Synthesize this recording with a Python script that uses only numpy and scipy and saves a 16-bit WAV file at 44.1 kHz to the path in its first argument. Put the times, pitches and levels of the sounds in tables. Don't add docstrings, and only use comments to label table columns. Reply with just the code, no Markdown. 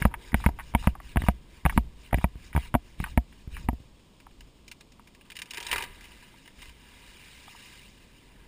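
import sys
import numpy as np
from scipy import signal
from scipy.fft import rfft, irfft
from scipy.io import wavfile
from scipy.ndimage import uniform_filter1d

SR = 44100
rng = np.random.default_rng(int(sys.argv[2]) if len(sys.argv) > 2 else 0)


def to_wav(s):
    ch = np.atleast_2d(s).T
    pcm = np.round(np.clip(ch, -1, 1) * 32767)
    wavfile.write(sys.argv[1], SR, pcm.astype(np.int16))


N = 373527
STEP = 32


def amp(db):
    return 10 ** (np.asarray(db) / 20)


def rms_one(x):
    return x / np.sqrt(np.mean(x ** 2) + 1e-20)


def control_times():
    return np.arange(0, N, STEP) / SR


def per_sample(control):
    return np.repeat(control, STEP)[:N]


def in_time(rows):
    time_s, level_db, *others = np.transpose(rows)
    t = control_times()
    level = np.interp(t, time_s, level_db, left=-150, right=-150)
    return [level] + [np.interp(t, time_s, column) for column in others]


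def tilted(level_db, tilt_db_per_octave, hz):
    return amp(level_db + tilt_db_per_octave * np.log2(hz / 1500))


def flicker(rate_hz):
    r = np.exp(-2 * np.pi * rate_hz * STEP / SR)
    return rms_one(signal.lfilter([1], [1, -2 * r, r * r], rng.standard_normal(N // STEP + 1)))


def grains(per_s, spread_db):
    signs = rng.choice([-1, 1], N)
    sizes = amp(spread_db * np.minimum(rng.exponential(1, N), 4))
    return rms_one(signs * sizes * (rng.random(N) < per_s / SR))


def ring(drive, hz, t60_s):
    r = amp(-60 / (t60_s * SR))
    w = 2 * np.pi * hz / SR
    return signal.lfilter([0, np.sin(w)], [1, -2 * r * np.cos(w), r * r], drive + 1e-18)


def bursts(rows, gains, shapes):
    out = np.zeros(N + shapes.shape[1])
    for row, gain, shape in zip(rows, gains, shapes):
        at = round(row[0] * SR)
        out[at:at + len(shape)] += gain * shape
    return out[:N]


# [dB per Hz, relative]
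FLOOR_SPECTRUM = [(12, -18.5), (20, -4.5), (234, -3), (771, -18), (955, -15.5), (1080, -16.5), (1610, -29),
                  (3230, -18.5), (4190, -24), (5450, -22), (6000, -30), (7800, -18.5), (13200, -120)]
FLOOR_RMS_DB = -58.5


def floor():
    hz = np.maximum(np.fft.rfftfreq(N, 1 / SR), 1)
    freq_hz, density_db = np.transpose(FLOOR_SPECTRUM)
    colour = amp(np.interp(np.log(hz), np.log(freq_hz), density_db))
    return amp(FLOOR_RMS_DB) * rms_one(irfft(rfft(rng.standard_normal(N)) * colour, N))


# freq_hz [Hz], width_hz [Hz], gain_db [dB]
CASE_LEAKS = [(380, 93, -8), (964, 61, 1), (1192, 73, -5), (1653, 240, -2.5), (2058, 109, 0.5),
              (2366, 196, -1.5), (2858, 253, 0.5), (3110, 580, -6), (3827, 330, -6.5), (4486, 154, -10),
              (5000, 590, -10.5), (5810, 1500, -17)]


def through_case(drive_at):
    out = np.zeros(N)
    for k, (freq_hz, width_hz, gain_db) in enumerate(CASE_LEAKS):
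        r = np.exp(-np.pi * width_hz / SR)
        b = (-1) ** k * amp(gain_db) * (1 - r * r) / 2 * np.array([1, 0, -1])
        a = [1, -2 * r * np.cos(2 * np.pi * freq_hz / SR), r * r]
        out += signal.lfilter(b, a, drive_at(freq_hz) + 1e-18)
    return out


def rush(curve, source, offset_db, patchy_db):
    level_db, tilt_db = in_time(curve)

    def at(hz):
        band_db = level_db + offset_db + patchy_db * flicker(41)
        return per_sample(tilted(band_db, tilt_db, hz)) * source
    return at


def rustle():
    return grains(4000, 1.3) + 0.78 * rng.standard_normal(N)


# time_s [s], level_db [dB, relative], tilt [dB/octave]
CROWN_TREMBLE = [(0.0, -50, -9.5), (0.2, -56.5, -8), (1.3, -62.5, -1.5), (2.6, -64, 1), (3.85, -68, 3),
                 (4.44, -72.5, 6.5), (5.3, -69, 1.3)]


def trembling_leaves(leaf_noise):
    return rush(CROWN_TREMBLE, leaf_noise, 7.1, patchy_db=1.0)


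# time_s [s], level_db [dB, relative], tilt [dB/octave]
FALLING_LEAVES = [(5.85, -48, -0.8), (6.2, -54, 2.5), (6.55, -61.5, 4), (6.62, -51.5, 5), (6.7, -55.5, 3.5),
                  (6.74, -58.5, 1.5), (6.9, -53, 2), (7.29, -52, 3.5), (7.75, -51, 4), (7.94, -60.5, 5.5),
                  (8.47, -57.5, -1.7)]


def falling_leaves(leaf_noise):
    return rush(FALLING_LEAVES, leaf_noise, 7.0, patchy_db=2.0)


# time_s [s], level_db [dB, relative], tilt [dB/octave]
HINGE_TEARING = [(5.25, -59, 3), (5.358, -65, -6), (5.54, -43.5, 2), (5.618, -41, -1), (5.704, -36.5, -1.5),
                 (5.824, -36, -2), (5.95, -66, -7)]


def tearing():
    fibres = grains(600, 0.99) + 0.6 * rng.standard_normal(N)
    return rush(HINGE_TEARING, fibres, 5.7, patchy_db=3.5)


# time_s [s], rate [snaps per s]
HINGE_STRAIN = [(4.0, 2.5), (4.8, 7), (5.25, 14), (5.5, 30), (5.85, 30), (6.0, 12), (6.7, 6), (6.75, 0.1)]
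SNAP_BASE_DB, SNAP_SPREAD_DB = -56, 2.5
SNAP_TILT_DB_PER_OCTAVE = 1


def small_snaps():
    slot_s = .002
    t = np.arange(HINGE_STRAIN[0][0], HINGE_STRAIN[-1][0], slot_s)
    chance, size, pitch = rng.random((len(t), 3)).T
    born = chance < np.interp(t, *np.transpose(HINGE_STRAIN)) * slot_s
    level_db = SNAP_BASE_DB - SNAP_SPREAD_DB * np.log(size + 0.013)
    tilt_db = np.full(len(t), SNAP_TILT_DB_PER_OCTAVE)
    return np.transpose([t, level_db, tilt_db, 1900 + 1100 * pitch])[born]


# start_s [s], peak_db [dB, relative], tilt [dB/octave], pitch_hz [Hz]
LOUD_CRACKS = [(3.9938, -53, 4, 2900), (4.2009, -45, 3, 2340), (4.3094, -50, -1, 2820),
               (4.4064, -40.5, 4, 2630), (4.6793, -43, 10.5, 2320), (4.714, -32.5, 7.5, 2290),
               (4.807, -37.5, 4, 3840), (4.9197, -51, 9.5, 3270), (5.0729, -42, 3.5, 2090),
               (5.148, -43, 3, 2940), (5.2101, -42.5, 1, 2870), (5.3009, -33.5, 2.5, 2830),
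               (5.3176, -34.5, 4.5, 2410), (5.3538, -38, 6.5, 2870), (5.3662, -31, 4.5, 2800),
               (5.3889, -32.5, 7, 2830), (5.3964, -33, 0.5, 2840), (5.4177, -26, 5, 2600),
               (5.4573, -48, 9.5, 2860), (5.5074, -34, 9.5, 2620), (5.5349, -31.5, 3, 2600),
               (5.5436, -29.5, 3, 2880), (5.5718, -25.5, 4.5, 2940), (5.5804, -24.5, -1, 2530),
               (5.6012, -29.5, 6.5, 2870), (5.6268, -40, 12, 3300), (5.6481, -36, 5, 2600),
               (5.666, -29.5, 8.5, 2800), (5.6844, -31, 4, 2410), (5.7137, -17.5, 2, 2940),
               (5.7283, -12, -0.5, 2130), (5.7364, -23, -3.5, 2380), (5.7592, -17.5, 1, 1600),
               (5.7803, -18, 0, 2630), (5.8044, -22.5, -2.5, 2360), (5.8227, -22, 1, 2810),
               (5.8374, -23.5, 0.5, 2820), (5.8934, -44, -5, 1950), (6.0077, -41, 5, 2020),
               (6.0407, -37, 1.5, 2850), (6.0534, -40, 2, 2380), (6.1174, -40, 1.5, 2820),
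               (6.2248, -38.5, -.5, 2870), (6.4572, -42, 2.5, 2950), (6.477, -37, 1.5, 2030),
               (6.5894, -45, 1.5, 2450), (6.6174, -35, 3, 1990), (6.6244, -34, 0.5, 2400),
               (6.6558, -37, 1, 2870), (6.6932, -39, 2, 2850)]
CRACK_LIFT_DB = 5.0
SPLINTER_T60_S, SPLINTER_MORE_S = 0.043, 0.097


def cracks():
    t = np.arange(4000) / SR
    rows = np.vstack([LOUD_CRACKS, small_snaps()])
    start_s, peak_db, tilt_db, pitch_hz = rows.T
    t60_s = np.clip(SPLINTER_T60_S + SPLINTER_MORE_S * amp(peak_db), .005, 1)
    snap = 1.12 * np.exp(-t / 0.000083)
    envelope = amp(-60 * t / t60_s[:, None]) + snap
    splinter = rng.standard_normal((len(rows), len(t))) * envelope

    def at(hz):
        nearness = np.exp(-(np.log2(hz / pitch_hz) / 0.18) ** 2)
        level_db = peak_db + 3.5 + CRACK_LIFT_DB * nearness
        return bursts(rows, tilted(level_db, tilt_db, hz), splinter)
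    return at


# [dB, relative; shaking of the mount]
SAW_STROKES = [(-.05, 0.088, -48.5, -37.5), (0.17, 0.327, -54, -52), (.34, 0.509, -52, -37),
               (0.554, 0.752, -60.5, -46), (0.759, 0.912, -49.5, -37.5), (1, 1.16, -56.5, -50),
               (1.182, 1.324, -48.5, -40.5), (1.467, 1.627, -60.5, -58), (1.636, 1.812, -54, -33.5),
               (1.948, 2.11, -60.5, -58.5), (2.12, 2.268, -54.5, -45.5), (2.354, 2.522, -59.5, -51),
               (2.533, 2.7, -50.5, -44.5), (2.80, 2.968, -66.5, -55.5), (2.967, 3.147, -54.5, -43.5),
               (3.257, 3.46, -68, -57.5), (3.495, 3.663, -56.5, -40), (3.72, 3.87, -74, -58)]
PULL_ATTACK_S, PUSH_ATTACK_S, STOP_S = 0.04, 0.087, 0.044


def blade_speeds():
    t = control_times()
    speeds = []
    for k, (start_s, end_s, *_) in enumerate(SAW_STROKES):
        attack_s = (PULL_ATTACK_S, PUSH_ATTACK_S)[k % 2]
        corners = np.sort([start_s, start_s + attack_s, end_s - STOP_S, end_s])
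        speeds.append(np.interp(t, corners, [0, 1, 1, 0]))
    return np.array(speeds)


TEETH_PER_S = 1000
RASP_TILT_DB_PER_OCTAVE = 3
DULLING = 0.23


def saw():
    speeds = blade_speeds()
    speed = speeds.max(axis=0)
    rasp_db = np.array(SAW_STROKES)[speeds.argmax(axis=0), 2]
    tilt_db = RASP_TILT_DB_PER_OCTAVE - DULLING * (rasp_db + 56)
    teeth = grains(TEETH_PER_S * per_sample(speed), 0.84) + 2.26 * rng.standard_normal(N)

    def at(hz):
        level_db = rasp_db + 2.5 + 2.9 * flicker(25)
        return per_sample(tilted(level_db, tilt_db, hz) * speed ** 0.55) * teeth
    return at


# [dB, relative]
MOUNT_SWAY = [(0, -62), (3.9, -60), (4.1, -64.5), (4.43, -51), (4.6, -59.5), (5.57, -64.5), (5.78, -42.5),
              (5.9, -48.5), (6.01, -56), (6.39, -63), (6.65, -52), (6.8, -59), (8.47, -57.5)]
SWING_HZ, SWING_T60_S = 49.8, 0.089
SHAKE_LINGER_DB_PER_S = 128


def shake():
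    push = rng.standard_normal(N)
    lumps = signal.sosfilt(signal.butter(2, [25, 120], "band", fs=SR, output="sos"), push)
    t = control_times()
    start_s, end_s, _, shake_db = np.transpose(SAW_STROKES)[:, :, None]
    rising = np.clip((t - start_s) / PULL_ATTACK_S, 0, 1)
    lingering_db = shake_db - SHAKE_LINGER_DB_PER_S * np.maximum(t - end_s, 0)
    strokes = np.max(rising * amp(lingering_db), axis=0)
    sway = amp(in_time(MOUNT_SWAY)[0])
    gain = uniform_filter1d(per_sample(strokes + sway), size=STEP)
    nodding = rms_one(ring(push, SWING_HZ, SWING_T60_S))
    return gain * rms_one(rms_one(lumps) + 4.0 * nodding)


# freq_hz [Hz], level_db [dB, relative], t60_s [s]
SHELL_MODES = [(707, -34.5, 0.064), (784, -22.5, 0.02), (944, -13.5, 0.02), (1120, -19, 0.015),
               (1232, -22.5, 0.016), (1530, -24.5, 0.019), (1675, -21, 0.016), (1899, -20, 0.014),
               (1950, -17.5, 0.0097), (2185, -17, .015), (2315, -37, 0.049), (2830, -44, 0.057),
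               (3120, -50, 0.084), (3330, -41, 0.06), (4160, -68, 0.011)]
FIRST_TOUCH = 0.97


def shell(rows, lengths_s, gain_at):
    t = np.arange(1500) / SR
    decay = np.exp(-t / np.clip(lengths_s, 1e-4, 1)[:, None])
    build_up = 1 - np.exp(-t / np.clip(0.37 * lengths_s, 2e-5, 1)[:, None])
    chatter = rng.standard_normal((len(rows), len(t))) * decay * build_up
    chatter[:, 12] += FIRST_TOUCH * np.sqrt(np.sum(chatter ** 2, axis=1))
    chatter /= np.sqrt(np.sum(chatter ** 2, axis=1, keepdims=True))
    rung = np.zeros(N)
    for freq_hz, level_db, t60_s in SHELL_MODES:
        contacts = bursts(rows, gain_at(freq_hz), chatter)
        rung += ring(amp(level_db) * contacts, freq_hz, t60_s)
    return signal.sosfilt(signal.butter(6, [520, 3500], "band", fs=SR, output="sos"), rung)


# start_s [s], level_db [dB, relative], pitch_hz [Hz], length_s [s]
LOOSE_RATTLES = [(0.022, -19, 1900, 0.0029), (0.113, -37, 918, 0.012), (0.14, -19, 1350, 0.0039),
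                 (.319, -38, 1940, 0.0029), (0.401, -32, 904, 0.0032), (0.44, -21.5, 1240, 0.0054),
                 (.588, -25.5, 1130, 0.0054), (0.597, -24.5, 1400, 0.0081), (0.826, -36, 964, .01),
                 (0.841, -28, 990, 0.0075), (0.952, -32, 1000, 0.0043), (1.001, -31, 1010, 0.0023),
                 (1.264, -30, 910, 0.0056), (1.696, -18.5, 1630, 0.0048), (1.724, -33.5, 1080, 0.004),
                 (2.11, -42, 2070, 0.0024), (2.125, -34, 930, 0.0037), (2.212, -32, 929, 0.0094),
                 (2.529, -35, 1900, .007), (2.686, -47, 2880, .006), (3.04, -20.5, 1800, .004),
                 (3.062, -30.5, 1180, 0.011), (3.326, -31, 3350, 0.0024), (3.567, -29, 1630, 0.0082),
                 (4.267, -36, 1000, 0.0023), (4.995, -42, 950, 0.0016), (6.339, -45, 900, 0.0045),
                 (7.479, -37, 930, 0.0043), (7.548, -40, 930, 0.0037)]


def rattles():
    start_s, level_db, pitch_hz, length_s = np.transpose(LOOSE_RATTLES)
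    modes_hz, modes_db, _ = np.transpose(SHELL_MODES)

    def gain_at(hz):
        off_pitch_db = 28.4 * np.log2(hz / pitch_hz) ** 2
        evening_db = 0.25 * np.interp(hz, modes_hz, modes_db)
        return amp(level_db + 8.0 - off_pitch_db - evening_db)
    rung = shell(LOOSE_RATTLES, length_s, gain_at)
    return signal.sosfilt(signal.butter(4, 800, "high", fs=SR, output="sos"), rung)


# start_s [s], stop [-1 back, 1 front],
# clack_db [dB, relative], clack_tilt [dB/octave], thud_db [dB], thud_hz [Hz], swing_db [dB]
MOUNT_KNOCKS = [(.017, -1, -27.5, -7, -19, 162, -28), (.052, -1, -7, -12, -7.5, 205, -8.5),
                (.33, 1, -33, 1, -25.5, 240, -30), (.343, 1, -8.5, 3, -13.5, 211, -12),
                (0.462, -1, -6, -3, -9.5, 195, -8.5), (.489, -1, -31, -15, -32, 284, -21),
                (.738, 1, -32, -10, -50, 157, -32), (.749, 1, -7.5, -2.5, -12, 222, -12),
                (.872, -1, -8, -10, -9, 194, -9), (1.159, -1, -19.5, -13, -13.5, 195, -47),
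                (1.17, 1, -10.5, -4, -48, 223, -10), (1.204, -1, -43, -3, -34, 172, -31),
                (1.219, 1, -25, 7, -33, 245, -26), (1.238, -1, -32, -1.5, -30, 160, -20.5),
                (1.285, -1, -9, -11, -9.5, 193, -10), (1.652, -1, -11.5, -4.5, -12.5, 145, -19.5),
                (1.661, 1, -8, -4, -32, 163, -11), (1.763, 1, -47, 1.5, -24, 197, -29),
                (1.776, -1, -7, -3, -7.5, 223, -10.5), (2.129, -1, -16.5, -10.5, -25.5, 232, -17),
                (2.143, 1, -10.5, 1.5, -48, 164, -10), (2.175, 1, -38, -1, -24, 227, -35),
                (2.184, -1, -24.5, 4, -29, 161, -24.5), (2.242, -1, -13, -6, -14, 186, -12.5),
                (2.355, 1, -45.5, -2.5, -46, 164, -30.5), (2.55, 1, -33.5, -21, -31, 110, -16),
                (2.563, 1, -13.5, 2.5, -17, 144, -17), (2.576, 1, -24.5, -9, -40, 110, -14.5),
                (2.741, -1, -16, -14, -15, 163, -32), (2.75, -1, -10, -9, -9.5, 242, -15),
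                (3.001, 1, -24, -3, -23, 170, -22), (3.027, -1, -44, 14, -27, 170, -39),
                (3.175, -1, -9, -7, -11.5, 235, -8), (3.475, 1, -49, 1, -36, 137, -29),
                (3.687, -1, -16, -9, -16, 240, -15), (3.73, 1, -46.5, -16, -31, 240, -25),
                (3.802, 1, -61, 0, -44, 129, -39)]
THUD_T60_S = 0.039
KNOCK_SWING_HZ = 59.2


def knocks():
    t = np.arange(SR // 4) / SR
    body = np.zeros(N)
    for start_s, stop, _, _, thud_db, thud_hz, swing_db in MOUNT_KNOCKS:
        thud = amp(thud_db - 60 * t / THUD_T60_S) * np.sin(2 * np.pi * thud_hz * t)
        swing = amp(swing_db - 60 * t / SWING_T60_S) * np.cos(2 * np.pi * KNOCK_SWING_HZ * t)
        at = round(start_s * SR)
        body[at:at + len(t)] += np.sign(stop) * (thud + swing)
    soft = signal.sosfilt(signal.butter(4, 410, fs=SR, output="sos"), body)
    _, _, clack_db, tilt_db, *_ = np.transpose(MOUNT_KNOCKS)
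    lengths_s = np.full(len(MOUNT_KNOCKS), .0018)
    clack = shell(MOUNT_KNOCKS, lengths_s, lambda hz: tilted(clack_db + 5.5, tilt_db, hz))
    return soft + clack


def scene():
    leaf_noise = rustle()
    airborne = [trembling_leaves(leaf_noise), falling_leaves(leaf_noise), tearing(), cracks(), saw()]
    muffled = through_case(lambda hz: sum(source(hz) for source in airborne))
    camera = shake() + rattles() + knocks()
    return (floor() + muffled + camera)[None]


OVERLOAD = .62
TREBLE_STOP_HZ = 16450


def record(dry):
    rounded = OVERLOAD * np.tanh(dry / OVERLOAD)
    held = np.repeat(signal.resample_poly(rounded, 40, 147, axis=1), 4, axis=1)
    out = signal.resample_poly(held, 147, 160, axis=1)[:, :N]
    out = signal.sosfilt(signal.cheby2(10, 22, 15500, fs=SR, output="sos"), out)
    return signal.sosfilt(signal.cheby2(14, 70, TREBLE_STOP_HZ, fs=SR, output="sos"), out)


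dry = scene()
out = record(dry)
to_wav(out)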